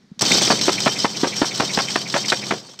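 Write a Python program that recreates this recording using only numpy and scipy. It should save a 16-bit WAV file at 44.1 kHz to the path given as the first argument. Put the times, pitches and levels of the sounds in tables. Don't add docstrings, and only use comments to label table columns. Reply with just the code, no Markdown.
import sys
import numpy as np
from scipy import signal
from scipy.fft import rfft, irfft, next_fast_len
from scipy.io import wavfile

SR = 44100
rng = np.random.default_rng(int(sys.argv[2]) if len(sys.argv) > 2 else 0)


def bounce(signal):
    frames = np.transpose(np.atleast_2d(signal))
    limited = np.clip(frames, -1, 1)
    pcm = np.round(limited * 32767).astype(np.int16)
    wavfile.write(sys.argv[1], SR, pcm)


N = 123480
T = np.arange(N) / SR

# (time [s], level [dB])
RASP_LEVEL = [(.203, -70), (.211, -19), (.235, -18), (.265, -17.5), (.34, -14), (.405, -17.5),
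              (.435, -13.5), (.46, -16.5), (.54, -20.5), (.595, -22.5), (.65, -21), (1.03, -24),
              (1.09, -29), (1.22, -26), (1.6, -25.5), (1.76, -23.5), (1.93, -25.5), (2.02, -28),
              (2.09, -31.5), (2.18, -21), (2.27, -27.5), (2.30, -22.5), (2.35, -29.5), (2.385, -25.5),
              (2.44, -29.5), (2.52, -31), (2.59, -33.5), (2.63, -45.5), (2.70, -40), (2.77, -49.5)]
# (share of turn [1], rasp level change [dB], relative speed change [1])
TURN_SWING = [(0, -1, -0.051), (0.168, -3, -0.0087), (0.329, -0.5, 0.048), (0.458, -4, 0.053),
              (.56, -7.5, 0.033), (0.671, -2, 0.0086), (.79, -2, -.03), (0.899, 0, -0.055),
              (0.999, -0.5, -0.044)]
# (time [s], rate [Hz])
MESH_RATE = [(.21, 200.7), (.32, 427.9), (.5, 505.9), (2.52, 510.3), (2.8, 330.5)]
# (frequency [Hz], level before flicker [dB], bandwidth [Hz])
METAL_MODES = [(3080, 4, 35), (3368, 3.5, 74), (3645, -4.5, 120), (4010, 3.5, 91), (4240, -3, 90),
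               (4557, 8, 43), (4790, -7.5, 97), (5020, 4.5, 104), (5380, -4.5, 97), (5560, 7, 48),
               (5830, -10, 190), (6280, 4.5, 55), (8110, -8, 92)]
# (frequency [Hz], level [dB])
RASP_SPECTRUM = [(300, -12.5), (850, -8.5), (1700, -7.5), (2800, -5.5), (3200, -2.5), (4500, 0),
                 (5900, 1.5), (6800, -5.5), (8300, -6), (9400, -30), (11500, -22), (15500, -30)]
# (time [s], level [dB], decay [s])
CLACK_EVENTS = [(0.1923, -21, 0.004), (0.2185, -10.5, 0.0032), (0.259, -15, 0.0052), (.282, -16, 0.0048),
                (0.318, -14.5, 0.0064), (.418, -11, 0.0073), (.433, -24, 0.0043), (0.612, -14, 0.01),
                (0.803, -12.5, 0.004), (0.989, -19.5, .008), (1.364, -24, 0.045), (1.55, -28, 0.0093),
                (1.733, -21.5, 0.015), (1.914, -25, 0.013), (2.098, -22.5, 0.0061), (2.174, -28, 0.0059),
                (2.281, -16.5, 0.01), (2.466, -22, 0.0047), (2.790, -27.5, 0.0098)]
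# (time [s], level [dB], hold [s], centre [Hz])
KNOCK_EVENTS = [(0.209, -27.5, 0.034, 815), (0.219, -21, 0.011, 280), (0.25, -25.5, .028, 256),
                (.306, -17, 0.0062, 268), (.322, -19.5, 0.0074, 260), (.342, -20.5, 0.014, 320),
                (0.377, -25.5, 0.011, 418), (0.413, -22, 0.0083, 330), (.421, -23, 0.0048, 690),
                (0.475, -24, 0.013, 300), (2.567, -37, 0.01, 500), (2.647, -48, 0.0079, 900),
                (2.686, -43.5, 0.013, 420), (2.737, -49, 0.0069, 795)]
# (time [s], air level [dB], hold [s], air centre [Hz],
# thump level before its high-pass [dB], thump frequency [Hz], low gust level before its resonance [dB])
CHUFF_EVENTS = [(.502, -11.5, 0.0092, 630, -11, 233, -42), (.680, -12.5, 0.0054, 600, -7.5, 350, -41),
                (.864, -11, 0.0058, 540, -7.5, 240, -31), (1.044, -14.5, .012, 803, -10, 246.2, -33),
                (1.2325, -17.5, .005, 552, -8, 299.6, -25), (1.4165, -14, 0.0066, 564.4, -6.5, 270.4, -17),
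                (1.599, -15, 0.0084, 500, -12.5, 214.7, -42), (1.774, -14.5, 0.0054, 574, -12.5, 224, -23),
                (1.957, -13, 0.0057, 780, -16.5, 290, -34), (2.141, -13, 0.0028, 1402, -13.5, 230, -44),
                (2.3205, -13.5, 0.0089, 1210, -17.5, 303, -40),
                (2.508, -15.5, 0.0069, 922, -15.5, 191, -57)]
# (time [s], level [dB], hold [s], centre [Hz])
SPUTTER_EVENTS = [(0.514, -16, 0.011, 510), (0.527, -20.5, 0.014, 330), (0.69, -14.5, 0.0065, 720),
                  (.873, -14, 0.0063, 1110), (.884, -25, 0.0084, 590), (1.241, -17.5, 0.0075, 800),
                  (1.249, -20, 0.0083, 340), (1.268, -20, 0.0057, 297.8), (1.4287, -20.5, 0.0067, 645),
                  (1.443, -20, 0.0035, 950), (1.615, -22.5, 0.013, 430), (1.633, -24, 0.0055, 380),
                  (1.788, -16.5, 0.0037, 1698), (1.795, -19, 0.0072, 790), (1.978, -31, 0.0074, 901),
                  (2.149, -18.5, 0.0091, 615), (2.162, -15, 0.0072, 730), (2.175, -26.5, 0.011, 445),
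                  (2.328, -19, 0.0093, 479), (2.519, -17, .006, 400), (2.534, -23.5, 0.0082, 412)]
# (time [s], peak [dB], centre [Hz])
CRACK_EVENTS = [(.5115, -9, 1500), (.693, -10, 800), (.861, -2.5, 800), (.880, -7.5, 1299),
                (1.0463, -7, 900), (1.0557, -4, 1704), (1.430, -11, 1500), (1.6053, -10, 1700),
                (1.6077, -5, 900), (1.6343, -11, 592), (1.775, -2.5, 794), (1.8013, -13, 1300),
                (1.8063, -8.5, 736), (1.9577, -11, 1100), (1.9623, -4, 3000), (2.1435, -6.5, 1600),
                (2.321, -7, 1199), (2.325, -7, 3570), (2.515, -17, 900), (2.5432, -16, 600)]
# (time of peak [s], level at peak [dB], Gaussian half length [s], centre [Hz])
HISS_EVENTS = [(0.319, -15, 0.0026, 2180), (0.389, -27, 0.0032, 2400), (0.415, -27, .005, 2280),
               (0.479, -24, 0.0045, 2220), (0.596, -29, 0.0076, 2240), (0.786, -26.5, 0.0076, 2240),
               (.968, -29, .009, 2200), (1.153, -33.5, 0.0092, 2295), (1.336, -30, 0.0095, 2265),
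               (1.521, -33, 0.01, 2250), (1.704, -29, 0.0097, 2200), (1.888, -29, 0.0092, 2266),
               (2.069, -33.5, .009, 2338), (2.251, -29.5, 0.0088, 2275), (2.433, -32, 0.011, 2200)]
# (time [s], level [dB])
RUMBLE_LEVEL = [(.19, -67), (.215, -33), (.33, -27.5), (.45, -30.5), (.7, -32), (1.1, -36.5), (1.8, -35),
                (2.05, -37.5), (2.54, -36.5), (2.62, -46), (2.8, -58)]
# (frequency [Hz], level [dB])
RUMBLE_SPECTRUM = [(30, -36), (75, -23.5), (115, -3.5), (190, -2), (300, -1.5), (450, -5.5), (900, -9),
                   (2000, -21), (6000, -71)]
# (mean frequency [Hz], level relative to the rumble noise [dB])
BLOCK_TONES = [(112, -17.5), (135, -10), (175, -9.5), (207, -5.5), (390, -12.5)]
# (time [s], level [dB])
BUMP_EVENTS = [(0.041, -44.5), (.116, -29.5), (0.175, -38.5)]
# (frequency [Hz], level [dB])
FLOOR_SPECTRUM = [(30, -14), (90, -6), (190, 10.5), (350, -1.5), (900, -17.5), (1900, -11), (2800, -17.5),
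                  (4300, -13), (6200, -18), (8000, -29), (15000, -45)]

TOOTH_JITTER, TOOTH_SCATTER_DB = .012, 5
GRIT_DB, GRIT_DECAY_S = 8, 0.0011
WHINE_DB, WHINE_FLICKER_DB = -5, 6.5
TICKS_PER_S, TICK_DB, TICK_SCATTER_DB, TICK_DECAY_S = 130, -4, 3.3, 0.0012
RATTLE_DB, RATTLE_S = 1.35, .008
METAL_DB, RING_FLICKER_DB, RING_FLICKER_S = -4.5, 3, .015
SLAM_S, SLAM_DECAY_S, SLAM_HZ, SLAM_DB = .219, 0.0044, 7800, -18.5

PUFF_ATTACK_S, PUFF_RELEASE_S, PUFF_SPREAD, PUFF_TOP_HZ = 0.00023, 0.0024, 1.45, 4250
POPS_PER_S, POP_DB = 600, -4
CRACK_WIDTH = 0.96
THUMP_DECAY_S, GUST_DECAY_S, GUST_HZ = 0.0016, 0.0017, 60.3
ECHO_DB, ECHO_DECAY_S = -13.5, 0.0083
HISS_WIDTH_HZ = 470

BUMP_HZ, BUMP_DECAY_S = 189, 0.0046
FLOOR_DB = -57
LIMIT, CUTOFF_HZ = .74, 15650


def from_db(db):
    return 10 ** (np.asarray(db) / 20)


def rms_one(x):
    return x / np.sqrt(np.mean(x ** 2) + 1e-20)


def curve(rows):
    return np.interp(T, *np.transpose(rows))


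def noise():
    return rng.standard_normal(N)


def wander(seconds):
    return rms_one(np.interp(T / seconds, np.arange(N), noise()))


def colour(x, points):
    hz, db = np.transpose(points)
    size = next_fast_len(N + 8192, True) // 2 * 2
    bins_hz = np.arange(size // 2 + 1) * SR / size
    log_gain = np.log(from_db(np.interp(np.log(bins_hz + 1), np.log(hz), db)))
    cepstrum = irfft(log_gain)[:size // 2] * 2
    response = np.exp(rfft(cepstrum, size))
    return rms_one(irfft(rfft(x, size) * response)[:N])


def cut(x, hz, kind, order=2):
    return signal.sosfilt(signal.butter(order, hz, kind, fs=SR, output="sos"), x)


def resonate(x, hz, width):
    r = np.exp(-np.pi * width / SR)
    zeros = np.array([1, 0, -1]) * (1 - r * r) / 2
    poles = [1, -2 * r * np.cos(2 * np.pi * hz / SR), r * r]
    return signal.lfilter(zeros, poles, x)


def burst(start, attack, hold, release):
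    age = T - start
    rise = np.clip(age / attack, 0, 1)
    return rise * np.exp(-np.clip((age - hold) / release, 0, 60))


def gears():
    share, load_db, swing = np.transpose(TURN_SWING)
    chuff_times = np.array(CHUFF_EVENTS)[:, 0]
    turn = np.interp(T, chuff_times, np.arange(len(chuff_times))) % 1
    rate = curve(MESH_RATE) * (1 + np.interp(turn, share, swing) + TOOTH_JITTER * wander(.004))
    teeth = np.cumsum(rate) / SR

    contacts = np.diff(np.floor(teeth), prepend=0)
    strikes = rms_one(contacts * from_db(TOOTH_SCATTER_DB * noise()))
    since_strike = (teeth % 1) / rate
    grit = rms_one(noise() * np.exp(-since_strike / GRIT_DECAY_S))
    whine = 0
    for k in range(6, 13):
        tone = np.sin(2 * np.pi * (k * teeth + rng.random()))
        whine = whine + tone * from_db(WHINE_FLICKER_DB * wander(.02))
    whine = rms_one(whine)

    meshing = rms_one(strikes - strikes.mean() + from_db(GRIT_DB) * grit + from_db(WHINE_DB) * whine)
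    rasp = rms_one(meshing + from_db(TICK_DB) * ticks())
    rasp_db = curve(RASP_LEVEL) + np.interp(turn, share, load_db) + RATTLE_DB * wander(RATTLE_S)
    contact_sound = rasp * from_db(rasp_db) + clacks()
    return cut(metal(contact_sound), 180, "high") + slam() + knocks()


def ticks():
    scatter = from_db(TICK_SCATTER_DB * np.clip(noise(), -2, 2))
    impacts = (rng.random(N) < TICKS_PER_S / SR) * scatter
    decay = np.exp(-1 / (TICK_DECAY_S * SR))
    return rms_one(noise() * signal.lfilter([1], [1, -decay], impacts + 1e-18))


def metal(x):
    rings = 0
    for k, (hz, db, width) in enumerate(METAL_MODES):
        gain = from_db(db + RING_FLICKER_DB * wander(RING_FLICKER_S))
        rings = rings + (-1) ** k * gain * resonate(x, hz, width)
    mixed = rms_one(x) + from_db(METAL_DB) * rms_one(rings)
    return colour(mixed, RASP_SPECTRUM) * np.std(x)


def clacks():
    shape = sum(from_db(db) * burst(s, 0.00023, 0.00087, decay) for s, db, decay in CLACK_EVENTS)
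    return noise() * shape


def slam():
    ring = rms_one(resonate(noise(), SLAM_HZ, 540))
    return ring * from_db(SLAM_DB) * burst(SLAM_S, 0.00045, 0.00088, SLAM_DECAY_S)


def knocks():
    return sum(puff(*row) for row in KNOCK_EVENTS)


def chuffs():
    air = sum(puff(*row) for row in SPUTTER_EVENTS) + sum(crack(*row) for row in CRACK_EVENTS)
    thumps, gusts = 0, 0
    for s, db, hold, hz, thump_db, thump_hz, gust_db in CHUFF_EVENTS:
        air = air + puff(s, db, hold, hz)
        thump_shape = from_db(thump_db) * burst(s, 0.00067, 0.0039, THUMP_DECAY_S)
        thumps = thumps + thump_shape * np.sin(2 * np.pi * thump_hz * (T - s))
        gusts = gusts + from_db(gust_db) * burst(s, 0.0052, 0.0023, GUST_DECAY_S)
    air = air + cut(thumps, 142, "high", order=3)
    echo = (noise() * burst(0.0073, 0.0034, 0, ECHO_DECAY_S))[:SR // 4]
    echoed = signal.fftconvolve(air, echo / np.linalg.norm(echo))[:N]
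    return air + from_db(ECHO_DB) * echoed + resonate(gusts, GUST_HZ, 150)


def puff(start, db, hold, hz):
    first = int(start * SR)
    span = slice(first, first + SR // 16)
    shape = burst(start, PUFF_ATTACK_S, hold, PUFF_RELEASE_S)[span]
    count = len(shape)
    pops = (rng.random(count) < POPS_PER_S / SR) * rng.choice([-1, 1], count) * np.sqrt(SR / POPS_PER_S)
    flow = (rng.standard_normal(count) + from_db(POP_DB) * pops) * shape
    air = cut(flow, [hz / PUFF_SPREAD, hz * PUFF_SPREAD], "band", order=1)
    air = cut(cut(air, PUFF_TOP_HZ, "low"), 96, "high")
    out = np.zeros(N)
    out[span] = from_db(db) * rms_one(air) * np.sqrt(np.mean(shape ** 2))
    return out


def crack(start, db, hz):
    click = np.zeros(SR // 100)
    click[0] = 1
    pulse = cut(resonate(click, hz, hz * CRACK_WIDTH), PUFF_TOP_HZ, "low")
    out, first = np.zeros(N), int(start * SR)
    out[first:first + len(pulse)] = from_db(db) * pulse / np.abs(pulse).max()
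    return out


def intake():
    air, out = noise(), 0
    for s, db, half_length, hz in HISS_EVENTS:
        shape = np.exp(-.5 * np.minimum(np.abs(T - s) / half_length, 10) ** 2)
        hiss = resonate(resonate(air, hz, HISS_WIDTH_HZ), hz, 2 * HISS_WIDTH_HZ)
        out = out + from_db(db) * shape * rms_one(hiss)
    return out


def block():
    hum = 0
    for hz, db in BLOCK_TONES:
        cycles = hz * np.cumsum(1 + 0.01436 * wander(.05)) / SR
        hum = hum + from_db(db) * np.sqrt(2) * np.sin(2 * np.pi * cycles)
    return from_db(curve(RUMBLE_LEVEL)) * (colour(noise(), RUMBLE_SPECTRUM) + hum)


def bumps():
    out = 0
    for s, db in BUMP_EVENTS:
        shape = from_db(db) * burst(s, 0.0019, 0.0064, BUMP_DECAY_S)
        out = out + shape * np.sin(2 * np.pi * BUMP_HZ * (T - s))
    return out


def background():
    return from_db(FLOOR_DB) * colour(noise(), FLOOR_SPECTRUM)


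def scene():
    return (gears() + chuffs() + intake() + block() + bumps() + background())[None]


def record(dry):
    held = dry / (1 + (dry / LIMIT) ** 6) ** (1 / 6)
    return signal.sosfilt(signal.ellip(10, .2, 80, CUTOFF_HZ, fs=SR, output="sos"), held)


dry = scene()
out = record(dry)
bounce(out)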